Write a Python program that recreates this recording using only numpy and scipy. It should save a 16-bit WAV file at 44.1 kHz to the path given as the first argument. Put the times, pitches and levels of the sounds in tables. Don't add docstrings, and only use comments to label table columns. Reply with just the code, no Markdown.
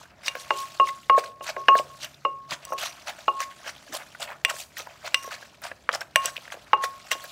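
import sys
import numpy as np
from scipy import signal
from scipy.fft import rfft, irfft, next_fast_len
from scipy.io import wavfile
from scipy.ndimage import uniform_filter1d, map_coordinates

SR = 44100
rng = np.random.default_rng(int(sys.argv[2]) if len(sys.argv) > 2 else 0)


def wav_record(signal):
    frames = np.transpose(np.atleast_2d(signal))
    bounded = np.clip(frames, -1, 1)
    quanta = np.round(bounded * 32767).astype(np.int16)
    wavfile.write(sys.argv[1], SR, quanta)


def boost_factor(decibels):
    exponent = np.asarray(decibels, float) / 20
    return 10 ** exponent


N = 322395


def along(points, hz):
    f, v = np.transpose(points)
    return np.interp(np.log(hz + 1), np.log(f + 1), v)


def coloured(x, spectrum):
    m = next_fast_len(len(x) + 8192)
    gain = boost_factor(along(spectrum, np.fft.rfftfreq(m, 1 / SR)))
    y = irfft(rfft(x, m) * gain, m)[:len(x)]
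    return y / np.sqrt(np.mean(y ** 2))


def around(hz, wide, n):
    heap = [(hz / wide ** 7, -60), (hz / wide ** 3, -22), (hz / wide, -5), (hz, 0),
            (hz * wide, -5), (hz * wide ** 3, -22), (hz * wide ** 7, -60)]
    return coloured(rng.standard_normal(n), heap)


def above(x, hz):
    return signal.sosfilt(signal.butter(N=3, Wn=hz, btype="high", fs=SR, output="sos"), x)


def add(track, s, sound):
    part = track[round(s * SR):][:len(sound)]
    part += sound[:len(part)]


def rung(modes, t):
    luck_db = rng.normal(0, 1.5, len(modes))
    detune = rng.normal(0, .0007, len(modes))
    out = 0
    for (hz, db, t60), more_db, shift in zip(modes, luck_db, detune):
        out = out + boost_factor(db + more_db - 60 * t / t60) * np.sin(2 * np.pi * hz * (1 + shift) * t)
    return out


# (time [s], crunch level [dB], wetness [dB], fizz [dB], rise to gain 6 dB [s])
POUNDS = [(0.272, -38, -10, -13, .022), (0.888, -40.5, -5.5, -11, .027), (1.189, -38, 2, -11, .014),
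          (1.495, -37, 3, -14, .026), (1.789, -38, -.6, -9.5, .025), (2.041, -39, -5, -12, .028),
          (2.531, -37.5, 1.5, -15, .022), (2.858, -41, -14, -11, .018), (3.094, -40.5, 3, -11, .025),
          (3.43, -39.5, -1.1, -11, .033), (3.688, -41, 2.5, -13, .034), (3.96, -38, 0, -7, .026),
          (4.229, -37, 1.1, -7, .02), (4.504, -38.5, 6, -5, .013), (5.068, -39, 5, -12, .017),
          (5.949, -41, 4, -10, .023), (6.012, -46, 9, -13, .0068), (6.526, -44, 3, -11, .009),
          (6.842, -36, 2, -9, .013), (7.121, -30, 0, -13, .008)]
# (time [s], crunch level
# [dB], wetness [dB], rise by 6 dB [s], fall by 6 dB [s])
STIRS = [(2.785, -38, -3, .005, .04), (6.46, -55, 3, .04, .03), (0.406, -50, -9, .029, .019),
         (0.607, -43, -8, .054, .031), (0.719, -55.5, -2.1, .07, .07), (1.245, -50.5, 2.1, .017, .041),
         (1.439, -48, -9, .01, .017), (1.618, -56, 1.1, .044, .0086), (2.063, -55, 11, .012, .013),
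         (2.636, -56, 5.5, .022, .044), (2.83, -38, 1.5, .019, .045), (3.193, -54, 4, .018, .018),
         (4.018, -57, 13.5, .034, .013), (4.3, -59.5, 16, .039, .037), (4.606, -43, -11, .057, .024),
         (4.78, -42.5, -3, .012, .035), (4.919, -66, 14, .041, .02), (5.23, -55.5, 3, .018, .07),
         (5.316, -43, 3, .0084, .042), (5.43, -55.5, 2.1, .045, .068), (5.645, -44, 5, .014, .041),
         (6.258, -42, 0, .033, .032), (7.245, -51, -2, .015, .02)]
# (time [s], level [dB], wetness [dB])
RUSTLE = [(0, -48, -3), (.14, -68, 11), (.3, -50, 3), (.5, -47, 0), (1.2, -56, -3), (1.36, -68, 3),
          (1.6, -54, 0), (1.95, -52, -3), (2.4, -66, 3), (2.9, -51, 0), (4.25, -54, 0), (4.42, -61, 3),
          (5.27, -50, 0), (5.6, -60, 3), (6.1, -61, 3), (6.37, -50, -3), (6.7, -57, 4), (7.31, -46, -3)]


def pressure():
    def fizz_for(wet_db):
        return -10 - .5 * wet_db

    s, db, wet_db = np.transpose(RUSTLE)
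    rustle_db = np.interp
    power = np.array([boost_factor(2 * rustle_db(np.arange(N) / SR, s, db - 6 + more))
                      for more in (0, fizz_for(wet_db), wet_db)])
    pound_fall_s = .014
    pounds = [(s, db, fizz_db, wet_db, rise, pound_fall_s) for s, db, wet_db, fizz_db, rise in POUNDS]
    stirs = [(s, db, fizz_for(wet_db), wet_db, rise, fall) for s, db, wet_db, rise, fall in STIRS]
    u = np.arange(-SR // 5, SR // 5) / SR
    for s, crunch_db, fizz_db, squash_db, rise, fall in pounds + stirs:
        away = np.abs(u) / np.clip(np.where(u < 0, rise, fall), .004, .07)
        swell = boost_factor(2 * (crunch_db - 7.25 * away ** 1.7))
        for row, more in zip(power, (0, fizz_db, squash_db)):
            add(row, s + u[0], boost_factor(2 * more) * swell)
    return np.sqrt(power)


def grains(rate, hz, octaves, cycles, spread_db, bed_db):
    when, pitch, size = rng.random((3, int(rate * N / SR)))
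    f = np.minimum(hz * 2 ** (octaves * (2 * pitch - 1)), .4 * SR)[:, None]
    t = np.arange(int(np.clip(3 * cycles * SR / hz, 8, 400))) / SR
    tone = np.sin(2 * np.pi * f * t) * f * t * np.exp(-2 * f * t / cycles)
    strength = boost_factor(np.minimum(-spread_db * np.log(size + 1e-9), 18))[:, None]
    tone *= strength / np.linalg.norm(tone, axis=1, keepdims=True)
    at = (when * N).astype(int)[:, None] + np.arange(len(t))
    out = np.bincount(at.ravel(), tone.ravel(), N)[:N]
    return out / np.std(out) + boost_factor(bed_db) * rng.standard_normal(N)


# (pitch [Hz], level per Hz [dB])
CRUNCH = [(1500, -19), (2600, 3), (4000, 3.5), (6000, 1), (8000, -8.5), (12000, -46)]
# (pitch [Hz], level per Hz [dB])
FIZZ = [(4000, -18), (7000, 9.5), (10000, 5), (15750, 0), (16150, -58.5)]
# (pitch [Hz], level per Hz [dB])
SQUASH = [(250, -31), (450, -20.5), (600, 3.5), (800, -2), (1500, 2), (2400, 0), (3500, -9.5), (6000, -71)]


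def crush():
    snags = map_coordinates(rng.standard_normal(N // 250 + 4), [np.arange(N) / 250])
    crunch = grains(rate=1700, hz=4226, octaves=.9, cycles=2.5, spread_db=5.5, bed_db=6.5)
    fizz = grains(rate=3000, hz=9340, octaves=.83, cycles=2.8, spread_db=4, bed_db=-2)
    squash = grains(rate=900, hz=1300, octaves=1.376, cycles=2.38, spread_db=2, bed_db=3)
    layers = [boost_factor(2.5) * coloured(crunch, CRUNCH),
              boost_factor(5) * coloured(fizz, FIZZ),
              boost_factor(2.5) * coloured(squash, SQUASH)]
    return boost_factor(2.24 * snags) * np.sum(pressure() * layers, axis=0)


def patchy(x, depth_db):
    z = signal.stft(x, nperseg=256)[2]
    field = uniform_filter1d(rng.standard_normal(z.shape), size=5, axis=0)
    field = uniform_filter1d(field, size=5, axis=1)
    gain = boost_factor(depth_db * field / np.std(field) - depth_db ** 2 / 9)
    return signal.istft(z * gain, nperseg=256)[1][:N]


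# (pitch [Hz], level [dB], t60 [s])
HOLLOW = [(353, -25, .25), (410, -23, .3), (550, -11, .16), (610, -9, .07), (660, 0, .022), (840, -9, .025)]


def hollow(t):
    return rung(HOLLOW, t) + boost_factor(-11 - 60 * t / .12) * around(565, 1.26, len(t))


# (pitch [Hz], level [dB], t60 [s])
KNOCK = [(872, -4, .05), (960, -2, .025), (1303, 1, .022)]
# (time [s], peak level [dB], thud [dB], knock [dB], crack [dB]), last three re peak
STRIKES = [
    (0.506, -9.5, -6, -10, -6),
    (0.798, -5, -11.5, -24, -17),
    (1.097, -9, -8.5, -12, -6),
    (1.408, -29, -.6, -15, -13),
    (1.565, -23, 2, -16, -8),
    (1.684, 3, -15.5, -19, -11),
    (2.25, -11.5, -8, -13.5, -15),
    (2.721, -19.5, -3, -8.5, -22),
    (3.28, -6, -13, -10, -17),
    (6.732, -5, -13, -6, -9),
]


def strikes():
    out, t = np.zeros(N), np.arange(SR // 3) / SR
    for s, db, thud_db, knock_db, crack_db in STRIKES:
        wood = rung([(1640, 3, .012), (2050, 1.5, .0098), (2420, -4.5, .0072)], t)
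        wood += .6 * boost_factor(-60 * t / .018) * around(1700, 1.43, len(t))
        splinter = boost_factor(-24 - 60 * t / .02) * around(4100, 1.25, len(t))
        crack = boost_factor(crack_db + 4) * (wood + splinter)
        body = boost_factor(knock_db + 6.5) * rung(KNOCK, t) + boost_factor(thud_db) * hollow(t)
        crack *= (1 - np.exp(-t / .0003)) ** 2
        body *= (1 - np.exp(-t / .0008)) ** 2
        add(out, s - .0003, boost_factor(db) * (crack + body))
    return out


# (time [s], pressed ring [dB], free ring [dB], split twin [dB], upper modes [dB])
RING = [(.282, -70, -42, -50, -29), (.353, -70, -41, -50, -55), (.507, -16, -26.5, -30, -29),
        (.799, -30, -10.5, -22, -26), (.872, -30, -27, -40, -50), (1.098, -30, -10.5, -19, -30),
        (1.41, -60, -36, -48, -48), (1.566, -60, -31, -44, -55), (1.685, -30, -9, -17, -18),
        (1.9, -70, -45, -60, -70), (2.251, -50, -14, -26, -31), (2.652, -70, -60, -70, -52),
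        (2.671, -70, -43, -55, -65), (2.722, -60, -28, -40, -52), (3.282, -11, -26, -26, -30),
        (3.404, -60, -32, -40, -45), (4.45, -60, -33, -45, -22), (5.145, -60, -32, -45, -21),
        (5.246, -70, -38, -50, -60), (6.159, -50, -20.5, -32, -20), (6.257, -60, -45, -50, -36),
        (6.733, -9, -22, -24, -26), (7.116, -60, -31, -42, -28)]
# (time [s], loss of ring [dB])
TOUCHES = [(.335, 12), (.39, 6), (.66, 14), (.85, 22), (.93, 11), (1.0, 11), (1.185, 18), (1.44, 8),
           (1.64, 8), (1.76, 9), (1.826, 22), (1.97, 12), (2.268, 13), (2.52, 9), (2.77, 14), (3.425, 9),
           (3.53, 11), (4.51, 6), (4.59, 12), (5.18, 7), (5.29, 11), (6.2, 5), (6.265, 10), (6.385, 10),
           (6.88, 9), (6.99, 8), (7.15, 8)]


def wall():
    wall_hz, choke_s = 1090.5, .034
    free_db_per_s, held_db_per_s = 30, 60
    pressed_hz, pressed_t60_s = 2.5, .17
    split_hz, split_t60_s = 20, .15
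    level, t = np.zeros(N, complex), np.arange(SR // 2) / SR
    for s, pressed_db, free_db, split_db, _ in RING:
        later = [(when - s, db) for when, db in TOUCHES if when > s]
        loss_db = sum(db * np.clip((t - after) / choke_s + .5, 0, 1) for after, db in later[:4])
        held_db = held_db_per_s * np.maximum(t - later[0][0], 0)
        free = boost_factor(free_db - free_db_per_s * t - held_db - loss_db)
        pressed = boost_factor(pressed_db - 60 * t / pressed_t60_s) * np.exp(2j * np.pi * pressed_hz * (t - .05))
        split = boost_factor(split_db - 60 * t / split_t60_s - loss_db) * np.exp(2j * np.pi * split_hz * t)
        add(level, s - .001, np.minimum(t / .002, 1) * (free - pressed + split))
    drift = np.cumsum(uniform_filter1d(rng.standard_normal(N), size=400)) * .012
    return np.imag(level * np.exp(1j * (2 * np.pi * wall_hz * np.arange(N) / SR + drift)))


# (pitch [Hz], level [dB], t60 [s])
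UPPER = [(2806, -5, .17), (2826, 5, .055), (2880, -3, .03), (2570, -3, .05), (2160, -14, .05)]


def chime():
    out, t = np.zeros(N), np.arange(SR // 3) / SR
    for s, *_, upper_db in RING:
        add(out, s - .0005, boost_factor(upper_db) * (1 - np.exp(-t / .0005)) * rung(UPPER, t))
    return out


# (pitch [Hz], level per Hz [dB])
EDGE = [(2000, -65), (5000, -5), (10000, -2), (16000, 5.5)]
# (pitch [Hz], level [dB], t60 [s])
TOP = [(3700, 3, .015), (4780, -3, .04), (5760, -2, .05), (5950, 14, .012), (7870, -9, .06),
       (7960, 14, .011), (8900, 5, .015), (10400, 8, .008), (11800, 2, .008)]
# (time [s], peak level [dB], thud re peak [dB], top ring re peak [dB], crack pitch [Hz])
CLACKS = [
    (0.282, -12, -16, -36, 2330),
    (2.652, -42, -20, 0, 2750),
    (4.45, -4.5, -21, -27, 2500),
    (5.145, -1, -28, -31, 2550),
    (5.892, -7.5, -14, -45, 1550),
    (6.1595, -2, -14, -24, 2300),
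    (6.258, -20, -25, -7, 2600),
    (7.116, -8, -24, -25, 2550),
]


def clacks():
    out, t = np.zeros(N), np.arange(SR // 5) / SR
    for s, db, thud_db, top_db, hz in CLACKS:
        snap = rung([(hz, 3, .005), (hz * .8, -1, .009), (hz * 1.3, -9, .005)], t)
        crack = (boost_factor(-8 - 60 * t / .009) + boost_factor(-16 - 60 * t / .035)) * around(hz, 1.35, len(t))
        click = boost_factor(10 - 60 * t / .011) * coloured(rng.standard_normal(len(t)), EDGE)
        top = boost_factor(top_db) * (rung(TOP, t) + click)
        thud = boost_factor(thud_db + 2 - 60 * t / .15) * (1 - np.exp(-t / .001)) * hollow(t)
        add(out, s - .001, boost_factor(db) * (1 - np.exp(-t / .0003)) * (snap + crack + top + thud))
    return out


# (time [s], peak level [dB],
# pitch [Hz], t60 [s])
TAPS = [(0.873, -27, 2170, .025), (0.8891, -21.5, 2050, .03), (1.2385, -28, 1550, .021),
        (1.7889, -16.5, 2800, .016), (2.143, -36, 3610, .022), (2.509, -20, 4700, .015),
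        (2.78, -26, 2870, .03), (3.2056, -36.5, 3750, .021), (3.4035, -12, 1700, .015),
        (3.404, -21, 5900, .02), (3.6426, -34, 1620, .03), (3.7632, -35, 3200, .018),
        (0.055, -35, 1550, .015), (4.2273, -19.5, 3500, .015), (4.289, -25, 1950, .01),
        (4.319, -25, 1020, .025), (4.4973, -19.5, 1850, .022), (4.871, -28, 964, .03),
        (4.7686, -26, 1870, .034), (5.3098, -26, 1450, .04), (5.9295, -20, 5000, .016),
        (5.949, -15, 5300, .014), (6.014, -15, 1600, .025), (0.282, -17, 5800, .018),
        (6.3655, -16, 2510, .02), (6.378, -22.5, 2520, .011), (6.5235, -26, 1610, .025),
        (0.271, -26, 4500, .012), (0.275, -24, 5000, .008), (1.189, -24, 2400, .015),
        (2.016, -32, 3680, .015), (2.81, -26, 3200, .02), (4.149, -30, 1480, .03), (4.5, -22, 7500, .012),
        (4.507, -19, 1250, .015), (4.565, -30, 1700, .02), (5.029, -36, 1290, .015),
        (5.917, -27, 3200, .015), (5.937, -22, 1800, .015), (6.008, -22, 5400, .015),
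        (6.3605, -24, 2050, .014), (6.454, -33, 2010, .014), (0.2825, -18, 3750, .025),
        (6.479, -31, 1600, .018), (6.503, -31, 1910, .015), (6.521, -26, 3100, .012),
        (6.711, -36, 1350, .02), (6.8405, -18, 1430, .025), (6.837, -20, 1880, .025)]
# (time [s], peak level [dB], thud re peak [dB], edge re peak [dB])
BUMPS = [(0.353, -21, -3, -18), (0.367, -33, 3, -25), (2.67, -46, 8, -20), (5.245, -40, 6, -20),
         (5.046, -36, 4, -20), (5.93, -30, 3, -20), (5.95, -28, 1, -20), (6.251, -34, 10, -20),
         (6.381, -46, 10, -20), (6.479, -46, 10, -20), (6.542, -36, 4, -20), (6.551, -40, 8, -20),
         (6.572, -44, 10, -20), (1.147, -30, 8, -30), (3.661, -36, 4, -20), (1.1789, -20, 13.5, -24),
         (1.7531, -19, 8.5, -16), (1.7968, -28, 12, -15), (2.5267, -29, -10, -17), (2.7057, -46, 14, 0),
         (2.7324, -32, 5, -5), (3.0974, -35, -2, -4), (3.9394, -29, -7, .6), (4.2083, -38, -13, -18),
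         (4.3186, -31, -4, -30), (4.5052, -35, -10, -21), (4.782, -36, -22, 4.5), (4.87, -33, -6, -30),
         (5.0631, -36, -9, -3.5), (5.2768, -34, 4.5, -11), (5.4265, -31.5, -4, -26),
         (5.6186, -37, -24, -2.1), (5.7149, -21, -8, -35), (7.112, -18, -15, -15), (7.121, -18, -12, -15),
         (7.152, -36, 10, -20), (7.243, -30, -15, -20), (4.303, -30, -12, -20), (4.8, -34, 4, -10),
         (4.54, -38, 8, -20), (3.878, -36, -10, -20), (4.001, -34, -2, -20), (6.839, -26, 4, -15),
         (7.2399, -37.5, 1.1, 4.5)]


def knocks():
    out, t = np.zeros(N), np.arange(SR // 11) / SR
    tap_thud_db, tap_edge_db = -24, -24
    bump_hz, bump_t60_s = 1650, .024
    taps = [(s, db, hz, tap_thud_db, tap_edge_db, t60) for s, db, hz, t60 in TAPS]
    bumps = [(s, db, bump_hz, thud_db, edge_db, bump_t60_s) for s, db, thud_db, edge_db in BUMPS]
    for s, db, hz, thud_db, edge_db, t60 in taps + bumps:
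        click = boost_factor(edge_db) * coloured(rng.standard_normal(len(t)), EDGE)
        tone = .64 * np.sin(2 * np.pi * hz * t) + .4 * around(hz, 1.3, len(t))
        burst = boost_factor(1 - 60 * t / max(t60, .005)) * (tone + click)
        thud = boost_factor(thud_db - 60 * t / .091) * (1 - np.exp(-t / .0012)) * hollow(t)
        onset = (1 - np.exp(-t / .0003)) ** 2
        add(out, s - .0005, boost_factor(db) * onset * (burst + thud))
    return out


# (pitch [Hz], level [dB], t60 [s])
SUNG = [(2815, -8, .03), (3900, -12, .01), (5750, 0, .02), (6200, -5, .01), (8560, -9, .01),
        (10330, -13, .008), (11900, -10, .008)]
# (time [s], length [s], first level [dB], last level [dB])
RUB = [
    (.385, .05, -51, -48),
    (2.689, .03, -52, -54),
    (2.724, .015, -50, -50),
    (2.795, .04, -48, -50),
    (2.84, .075, -44, -54),
    (5.16, .06, -54, -54),
    (5.227, .009, -42, -42),
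    (5.243, .006, -44, -46),
    (5.254, .026, -48, -50),
    (6.265, .04, -48, -50),
]


def rub():
    level = np.zeros(N)
    for s, length, first_db, last_db in RUB:
        add(level, s, boost_factor(np.linspace(first_db, last_db, round(length * SR))))
    slips = (rng.random(N) < 1200 / SR) * rng.standard_normal(N)
    body = rung(SUNG, np.arange(SR // 10) / SR)
    return boost_factor(3) * signal.fftconvolve(level * slips / np.std(slips), body / np.linalg.norm(body))[:N]


# (time [s], peak level [dB], pitch [Hz])
THUMPS = [
    (2.519, -46, 179),
    (3.898, -46, 260),
    (3.929, -46, 340),
]


def thumps():
    out, t = np.zeros(N), np.arange(SR // 10) / SR
    for s, db, hz in THUMPS:
        push = boost_factor(db + 4.5 - 60 * t / .096) * (1 - np.exp(-t / .0044))
        add(out, s - .005, push * around(hz, 1.48, len(t)))
    return out


# (pitch [Hz], t60 [s])
KITCHEN = [(200, 0.61), (1000, 0.42), (4000, 0.11), (12000, 0.41)]


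def kitchen(x):
    hz, t, z = signal.stft(rng.standard_normal(SR // 2), SR, nperseg=256)
    tail = signal.istft(z * boost_factor(-60 * t / along(KITCHEN, hz)[:, None]), SR, nperseg=256)[1]
    return signal.fftconvolve(np.pad(x, (250, 0)), tail / np.linalg.norm(tail))[:N]


# (pitch [Hz], level per Hz [dB])
HUM = [(15, -35.5), (30, -21), (55, -0.5), (130, -2.5), (260, -5.5), (450, -10), (620, -14.5), (900, -20),
       (1600, -19.5), (3000, -39.5), (8000, -36), (10000, -38.5), (16400, -40)]
# (pitch [Hz], level [dB])
MOTOR = [(141, -67)]


def hum():
    out = boost_factor(-60.5) * coloured(rng.standard_normal(N), HUM)
    for hz, db in MOTOR:
        out += boost_factor(db) * around(hz, 1.003, N)
    return out


def scene():
    shreds = patchy(crush() + rub(), depth_db=2.6)
    blows = above(strikes() + knocks(), 190) + above(clacks(), 470) + chime()
    room = kitchen(boost_factor(-17) * blows + boost_factor(-11) * shreds)
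    return (shreds + blows + wall() + thumps() + room + hum())[None]


def band_limit(x):
    return signal.sosfilt(signal.butter(12, 16790, fs=SR, output="sos"), x)


def record(dry):
    x = above(dry, 50)
    x = x / (1 + np.abs(x) ** 8) ** (1 / 8)
    x = signal.sosfilt(signal.cheby2(N=12, rs=45, Wn=16400, fs=SR, output="sos"), x)
    return band_limit(x)


dry = scene()
out = record(dry)
wav_record(out)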